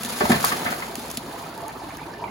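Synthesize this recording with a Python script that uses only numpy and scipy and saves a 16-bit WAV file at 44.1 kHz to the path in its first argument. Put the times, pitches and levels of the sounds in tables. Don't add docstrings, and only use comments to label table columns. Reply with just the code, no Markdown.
import sys
import numpy as np
from scipy import signal
from scipy.fft import rfft, irfft, next_fast_len
from scipy.io import wavfile

SR = 44100
rng = np.random.default_rng(int(sys.argv[2]) if len(sys.argv) > 2 else 0)


def transcribe(u):
    v = np.clip(np.atleast_2d(u).T, -1, 1)
    q = np.round(v * 32767).astype(np.int16)
    wavfile.write(sys.argv[1], SR, q)


N = 101429

# start_s, blow_db, pitch_hz, blow_swell_s, clatter_db, clatter_decay_s
LUMP_HITS = [(.006, -28.5, 198, .005, -52, .012), (.049, -30.5, 222, 0.0041, -37.5, 0.018),
             (.122, -36, 212, .005, -47, 0.015), (.206, -24.5, 614, 0.0059, -18.5, 0.013),
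             (.2093, -23.5, 1230, 0.0015, -27, .011), (.214, -21, 387, 0.005, -25, 0.018),
             (.237, -17.5, 198, 0.0028, -29.5, 0.016), (.24, -32, 82, 0.0078, -46, .015),
             (.2543, -17.5, 910, 0.0016, -24, 0.011), (.2958, -11.5, 324, 0.0013, -24, .015),
             (.2985, -17.5, 752, 0.0026, -27, 0.014), (.3035, -8.5, 226, 0.0028, -19, 0.013),
             (.316, -22, 1708, 0.0027, -18, 0.014), (.3175, -25, 1170, 0.0016, -23.5, 0.0098),
             (.3245, -15.5, 216, 0.0021, -22.5, 0.028), (.342, -26, 1782, 0.0022, -26, 0.0093),
             (.353, -16.5, 176, .0028, -25, 0.011), (.443, -7.5, 1100, .00068, -22.5, 0.0074),
             (.472, -31, 1520, 0.0024, -33, 0.012), (.518, -20.5, 1166, 0.0024, -23.5, .011),
             (.521, -39, 1960, .0012, -27.5, 0.0072), (.524, -28, 260, 0.0028, -32, 0.016),
             (.652, -23.5, 680, 0.0011, -30.5, .022), (.663, -19.5, 1530, 0.0012, -27.5, 0.019),
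             (.667, -26, 2020, .0012, -29, 0.01), (.678, -39, 80, 0.011, -55, 0.013),
             (.721, -29, 770, 0.003, -28.5, .013), (.728, -21, 1510, 0.00072, -33, 0.0095),
             (.823, -27.5, 2080, 0.0019, -28.5, 0.0097), (1.1772, -26, 220, .0023, -62, .0067)]
# pitch_hz, width_hz, level_db
BUCKET_MODES = [(245, 22, 0.5), (345, 12, 0), (609, 36, 1.5), (715, 20, -2), (834, 61, -7),
                (1148, 51, -9.5), (1270, 40, -2), (1727, 60, -0.5), (1904, 30, -26), (2066, 96, -19.5),
                (4500, 420, 5)]
# freq_hz, gain_db
CLATTER_COLOUR = [(30, -30), (70, 10), (200, 4), (450, -2), (1000, 5.5), (2000, 4), (3000, -3),
                  (6000, -14.5), (16000, -54)]
# time_s, level_db
SLIDE_LEVEL = [(0, -40.5), (.1, -39.5), (.19, -38.5), (.33, -32), (.41, -31.5), (.5, -36), (.62, -34.5),
               (.69, -33), (.8, -41.5), (.9, -44), (1.15, -45.5), (1.4, -45.5), (2.3, -60)]
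# freq_hz, gain_db
SLIDE_SPECTRUM = [(30, -30), (65, -5.5), (200, 9.5), (450, -0.5), (1100, 0), (2000, -4), (3200, -11.5),
                  (6000, -25), (16000, -13)]
# time_s, level_db
RUSTLE_LEVEL = [(0, -37), (.1, -36), (.2, -32.5), (.33, -28), (.4, -33.5), (.485, -27), (.55, -35.5),
                (.67, -36), (.8, -39), (.88, -44.5), (1.02, -42.5), (1.17, -42), (1.24, -46), (1.4, -45),
                (1.52, -52), (1.65, -50), (1.9, -48.5), (2.3, -56)]
# freq_hz, gain_db
RUSTLE_SPECTRUM = [(100, -30), (1200, 6), (2500, 1), (4400, 4.5), (5700, 0), (8500, 6.5), (11000, 2),
                   (14000, 0.5), (16000, -6)]
# start_s, level_db, decay_s, lower_edge_hz
CREASE_SNAPS = [(0.0332, -22.5, 0.0034, 2020), (0.0484, -12.5, 0.0006, 4050),
                (0.0604, -20.5, 0.00099, 6000), (0.252, -28, 0.0017, 5040), (0.295, -28, 0.0087, 6000),
                (0.3188, -14, .0012, 2500), (0.4265, -25, 0.0076, 5000), (0.4468, -26, 0.0024, 5000),
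                (0.447, -7.5, 0.003, 9300), (0.456, -14, 0.0012, 4000), (.481, -22, 0.0036, 3500),
                (0.765, -34, 0.0067, 14200), (0.796, -30, 0.0013, 2500), (0.804, -27, .0014, 2500),
                (0.912, -32, 0.002, 12000), (0.9547, -19, 0.0014, 1500), (1.082, -33, 0.001, 7000),
                (1.1012, -30.5, 0.0071, 3500), (1.113, -22.5, 0.0024, 6000), (1.1723, -12, 0.00091, 5000),
                (1.176, -17, 0.00075, 3500), (1.541, -36, 0.00089, 2000), (1.5777, -26.5, 0.00076, 7000),
                (1.618, -31.5, 0.0011, 4040), (1.6814, -23, 0.0013, 11000), (1.9703, -30, 0.0014, 5050)]
# freq_hz, gain_db
SNAP_SPECTRUM = [(100, -9), (2000, 5), (6000, 4), (11000, 4.5), (16000, -5)]
# start_s, level_db, pitch_hz, decay_s, glide_share_per_s
LARGE_BUBBLES = [(.864, -32, 214, 0.0098, 2.5), (.932, -28.5, 370, 0.01, -3), (.978, -26, 244, 0.0098, 1.5),
                 (1.0, -29.5, 790, 0.0056, 10), (1.099, -32.5, 938, 0.011, 8), (1.233, -27, 332, .021, 4),
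                 (1.28, -30, 990, 0.0091, 0.5), (1.361, -27, 1032, 0.0066, -1),
                 (1.378, -34, 1252, 0.008, 3), (1.424, -28.5, 980, .0065, 7.5),
                 (1.459, -34, 1286, 0.011, 1), (1.532, -36, 660, 0.0065, 15),
                 (1.575, -29.5, 893, 0.013, 0.5), (1.634, -29.5, 651, 0.0085, 5),
                 (1.647, -31.5, 1130, 0.0068, 4), (1.657, -30, 840, 0.029, 2.5),
                 (1.692, -29, 804, .008, -1), (1.816, -26, 766, 0.0099, -6), (1.834, -27, 350, .012, -3),
                 (1.843, -27.5, 1027, 0.0069, 3.5), (1.904, -29, 1025, 0.0063, 6),
                 (1.936, -35, 915, .007, -5), (1.952, -36, 62, 0.031, -6), (2.015, -25.5, 860, 0.0058, 2.5),
                 (2.121, -32.5, 327, 0.021, 3), (2.219, -24, 900, 0.012, 8.5), (2.239, -17, 930, .005, -1),
                 (2.255, -32, 343, 0.016, 1.5)]
# start_s, level_db, pitch_hz, decay_s
DOME_POPS = [(1.356, -44, 1930, .008), (1.436, -41.5, 2350, 0.012), (1.599, -44, 1700, .008),
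             (1.69, -36.5, 1754, 0.012), (1.694, -39.5, 2300, 0.0064), (1.836, -39, 1730, 0.0044),
             (1.891, -40, 1290, 0.018), (1.905, -35.5, 2220, 0.0064), (1.936, -33.5, 1770, 0.0041),
             (1.992, -39, 2224, 0.011), (2.031, -35.5, 2390, 0.0069), (2.135, -33.5, 1720, 0.0074),
             (2.24, -32, 2300, 0.0033), (2.278, -36.5, 2100, 0.0075)]
# time_s, level_db
BOIL_LEVEL = [(0, -41), (.6, -37), (1.1, -40.5), (1.6, -39.5), (2.3, -39)]
# freq_hz, gain_db
BOIL_SPECTRUM = [(60, -13), (130, -4), (230, 2), (280, 1), (350, 4), (430, -1.5), (600, -4.5), (950, -2),
                 (1300, -12.5), (1700, -16), (2500, -24), (4000, -27.5), (16000, -31)]
# freq_hz, gain_db
FIZZ_SPECTRUM = [(100, -24.5), (1000, 12), (2200, -6), (3300, -2.5), (4400, 0.5), (5600, -9.5), (8000, -15),
                 (11000, -32), (16000, -14)]
# time_s, level_db
FIZZ_LOUDNESS = [(0, -46.5), (1.4, -48), (1.95, -48), (2.3, -49.5)]
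# freq_hz, gain_db
RUMBLE_SPECTRUM = [(10, -50), (25, -33), (38, -22), (58, 4.5), (75, -7.5), (100, -2), (150, -1), (300, -36),
                   (1000, -44), (16000, -69)]
# freq_hz, t60_s
ROOM_DECAY = [(100, 0.52), (500, 0.23), (2000, 0.25), (8000, 0.079), (16000, 0.21)]
# freq_hz, gain_db
ROOM_COLOUR = [(50, 0.5), (230, -13.5), (500, 8), (1000, -1), (16000, 2)]
# freq_hz, gain_db
STEREO_WIDTH = [(50, -8), (300, -12), (550, -2), (1000, 3), (1600, 5), (5500, 4.5), (7300, 1.5),
                (8300, -18.5), (8900, -47), (9600, 3), (10500, -7), (11500, -10), (12300, -36),
                (13200, -14), (13900, -15), (14500, -13), (15500, -7)]
# freq_hz, phase_rad
PORT_PHASE = [(50, -.2), (400, -.2), (800, .3), (2000, -.2), (6500, 0), (8000, -3.1), (8900, -3.2),
              (10300, -6.25), (11600, -6.3), (12900, -9.4), (14000, -9.45), (15100, -12.5)]
# freq_hz, phase_rad
KNOCK_PHASE = [(50, 0.55), (400, 0.95), (800, 0.33), (1300, 1.55), (1900, 8.3), (2600, 3.3), (3800, 6),
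               (5000, 5.9), (16000, 1)]
# freq_hz, phase_rad
CREASE_PHASE = [(50, 0.24), (4000, 1.2), (8000, 0.57), (16000, 0.02)]

CHIPS_PER_S, CHIP_SPREAD_DB = 5000, 2.5
CLATTER_RISE_S, CLATTER_OCTAVES = 0.0013, 1.44
BLOW_RING_DB = -0.5
SLIDE_PER_S, SLIDE_SPREAD_DB = 1800, 5
RUSTLE_PER_S, RUSTLE_SPREAD_DB = 7500, 3
RUSTLE_CLUMP_DB, RUSTLE_CLUMPS_HZ = 2.5, 47.3
SNAP_RISE_S = 0.00015
BUBBLE_RISE_SHARE = 0.2
GLIDE_PER_S, GLIDE_SPREAD_PER_S = 3.84, 3.5
BUBBLES_PER_S, BUBBLE_SPREAD_DB = 800, 2
SWARM_DECAY = 4.74
POP_BLIP_DB, POP_PUFF_DB = 0, -4.5
POP_WIDTH_HZ, POP_RISE_S = 380, 0.001
FIZZ_PER_S, FIZZ_SPREAD_DB = 3000, 3.5
FIZZ_CLUMP_DB, FIZZ_CLUMPS_HZ = 4.5, 25
RUMBLE_DB = -49.5
KNOCK_WET_DB, BAG_WET_DB, POT_WET_DB, SNAP_WET_DB = -5, 0, -5, -14
LOW_CUT_HZ, EDGE_HZ = 43, 16100


def amp(db):
    return 10 ** (np.asarray(db) / 20)


def evened(x):
    return x / np.sqrt(np.mean(x ** 2) + 1e-20)


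def read(points, hz):
    f, value = np.transpose(points)
    return np.interp(np.log(hz + 1), np.log(f + 1), value)


def level(points):
    return amp(np.interp(np.arange(N) / SR, *np.transpose(points)))


def add(mix, start_s, sound):
    part = mix[max(round(start_s * SR), 0):][:len(sound)]
    part += sound[:len(part)]


def swell_and_fade(t, rise_s, decay_s):
    return (1 - np.exp(-t / rise_s)) * np.exp(-t / decay_s)


def colour(x, points, size=4096):
    log_gain = np.log(amp(read(points, abs(np.fft.fftfreq(size, 1 / SR)))))
    spectrum = np.exp(np.conj(signal.hilbert(log_gain)))
    taps = np.fft.ifft(spectrum).real[:size // 2]
    return signal.fftconvolve(x, taps)[:len(x)]


def clicks(per_s, spread_db):
    size = amp(spread_db * np.minimum(rng.exponential(1, N), 4.5))
    sign = rng.choice([-1, 1], N)
    struck = rng.random(N) < per_s / SR
    return size * sign * struck


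def clumps(depth_db, hz):
    wander = signal.lfilter(*signal.butter(2, hz, fs=SR), rng.standard_normal(N))
    return amp(depth_db * evened(wander))


def bucket(x, ring_db=0):
    ring = np.zeros(len(x))
    for hz, width_hz, db in BUCKET_MODES:
        ring += amp(db + ring_db) * signal.lfilter(*signal.iirpeak(hz, hz / width_hz, SR), x)
    return x + ring


def knocks():
    blows, clatters, t = np.zeros(N), np.zeros(N), np.arange(SR // 4) / SR
    bands = np.geomspace(20, 20000, 40)
    for start_s, blow_db, hz, swell_s, clatter_db, decay_s in LUMP_HITS:
        swell = t / swell_s * np.exp(1 - t / swell_s)
        add(blows, start_s, amp(blow_db) * np.sin(2 * np.pi * hz * t) * swell)
        octaves = np.log2(bands / hz)
        focus_db = -10 * np.log10(1 + (octaves / CLATTER_OCTAVES) ** 4)
        spectrum = np.c_[bands, read(CLATTER_COLOUR, bands) + focus_db]
        chips = clicks(CHIPS_PER_S, CHIP_SPREAD_DB)[:len(t)]
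        clatter = evened(colour(chips, spectrum)) * swell_and_fade(t, CLATTER_RISE_S, decay_s)
        add(clatters, start_s, amp(clatter_db) * clatter)
    return bucket(blows, BLOW_RING_DB) + bucket(clatters)


def slide():
    pieces = colour(clicks(SLIDE_PER_S, SLIDE_SPREAD_DB), SLIDE_SPECTRUM)
    return level(SLIDE_LEVEL) * evened(bucket(pieces))


def rustle():
    crackles = clumps(RUSTLE_CLUMP_DB, RUSTLE_CLUMPS_HZ) * clicks(RUSTLE_PER_S, RUSTLE_SPREAD_DB)
    return level(RUSTLE_LEVEL) * evened(colour(crackles, RUSTLE_SPECTRUM))


def snaps():
    out, t = np.zeros(N), np.arange(SR // 20) / SR
    for start_s, db, decay_s, edge_hz in CREASE_SNAPS:
        tick = rng.choice([-1, 1], len(t)) * swell_and_fade(t, SNAP_RISE_S, decay_s)
        thin = signal.lfilter(*signal.butter(1, edge_hz, "highpass", fs=SR), tick)
        add(out, start_s, amp(db) * thin)
    return colour(out, SNAP_SPECTRUM)


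def bubble(hz, decay_s, glide):
    t = np.arange(SR // 5) / SR
    tone = np.sin(2 * np.pi * hz * (t + glide * t ** 2 / 2))
    return tone * swell_and_fade(t, BUBBLE_RISE_SHARE * decay_s, decay_s)


def gulps():
    out = np.zeros(N)
    for start_s, db, hz, decay_s, glide in LARGE_BUBBLES:
        add(out, start_s, amp(db) * bubble(hz, decay_s, glide))
    return out


def pops():
    out, t = np.zeros(N), np.arange(SR // 10) / SR
    for start_s, db, hz, decay_s in DOME_POPS:
        noise = rng.standard_normal(len(t))
        puff = evened(signal.lfilter(*signal.iirpeak(hz, hz / POP_WIDTH_HZ, SR), noise))
        puff *= swell_and_fade(t, POP_RISE_S, decay_s)
        add(out, start_s, amp(db + POP_BLIP_DB) * bubble(hz, decay_s, GLIDE_PER_S))
        add(out, start_s, amp(db + POP_PUFF_DB) * puff)
    return out


def boil(count=48):
    swarm = np.zeros(N)
    for hz in np.geomspace(130, 3000, count):
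        rate = BUBBLES_PER_S / count * np.sqrt(hz / 700)
        glide = rng.normal(GLIDE_PER_S, GLIDE_SPREAD_PER_S)
        ring = evened(bubble(hz, SWARM_DECAY / (hz + 200), glide))
        swarm += hz ** 0.53 * signal.oaconvolve(clicks(rate, BUBBLE_SPREAD_DB), ring)[:N]
    return level(BOIL_LEVEL) * evened(colour(swarm, BOIL_SPECTRUM))


def fizz(count=8):
    edges, out = np.linspace(100, 12000, count + 1), np.zeros(N)
    for band in zip(edges, edges[1:]):
        bursts = clumps(FIZZ_CLUMP_DB, FIZZ_CLUMPS_HZ) * clicks(FIZZ_PER_S, FIZZ_SPREAD_DB)
        out += signal.lfilter(*signal.butter(2, band, "bandpass", fs=SR), bursts)
    return level(FIZZ_LOUDNESS) * evened(colour(out, FIZZ_SPECTRUM))


def rumble():
    return amp(RUMBLE_DB) * evened(colour(rng.standard_normal(N), RUMBLE_SPECTRUM))


def room(x, wet_db, size=16384):
    hz, t, z = signal.stft(rng.standard_normal((2, size)), SR, nperseg=256)
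    decay = np.exp(-np.log(1000) * t / read(ROOM_DECAY, hz)[:, None])
    tail = signal.istft(z * amp(read(ROOM_COLOUR, hz))[:, None] * decay, SR)[1]
    tail *= np.minimum(np.arange(tail.shape[1]) / SR / 0.0029, 1)
    tail /= np.linalg.norm(tail[0])
    return x + amp(wet_db) * signal.fftconvolve(x[None], tail, axes=1)[:, :N]


def ports(x, phases, widths=None):
    size = next_fast_len(N + SR // 10)
    hz, (left, right) = np.fft.rfftfreq(size, 1 / SR), rfft(x, size)
    mid, side = (left + right) / 2, (left - right) / 2
    if widths:
        side = side * amp(read(widths, hz))
    turn = np.exp(1j * read(phases, hz))
    return irfft(np.array([(mid + side) * turn, mid - side]), size)[:, :N]


def scene():
    lumps = ports(room(knocks(), KNOCK_WET_DB), KNOCK_PHASE)
    bucket_side = lumps + room(slide() + rustle(), BAG_WET_DB)
    pot_side = room(gulps() + pops() + boil() + fizz() + rumble(), POT_WET_DB)
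    ticks = ports(room(snaps(), SNAP_WET_DB), CREASE_PHASE)
    placed = bucket_side * amp([[.2], [-.2]]) + pot_side * amp([[-.7], [.7]])
    return ports(placed, PORT_PHASE, STEREO_WIDTH) + ports(ticks, PORT_PHASE)


def record(dry):
    heard = signal.lfilter(*signal.butter(3, LOW_CUT_HZ, "highpass", fs=SR), dry)
    band_limit = signal.firwin(511, EDGE_HZ, window=("kaiser", 9), fs=SR)
    return signal.oaconvolve(heard, band_limit[None], "same")


dry = scene()
out = record(dry)
transcribe(out)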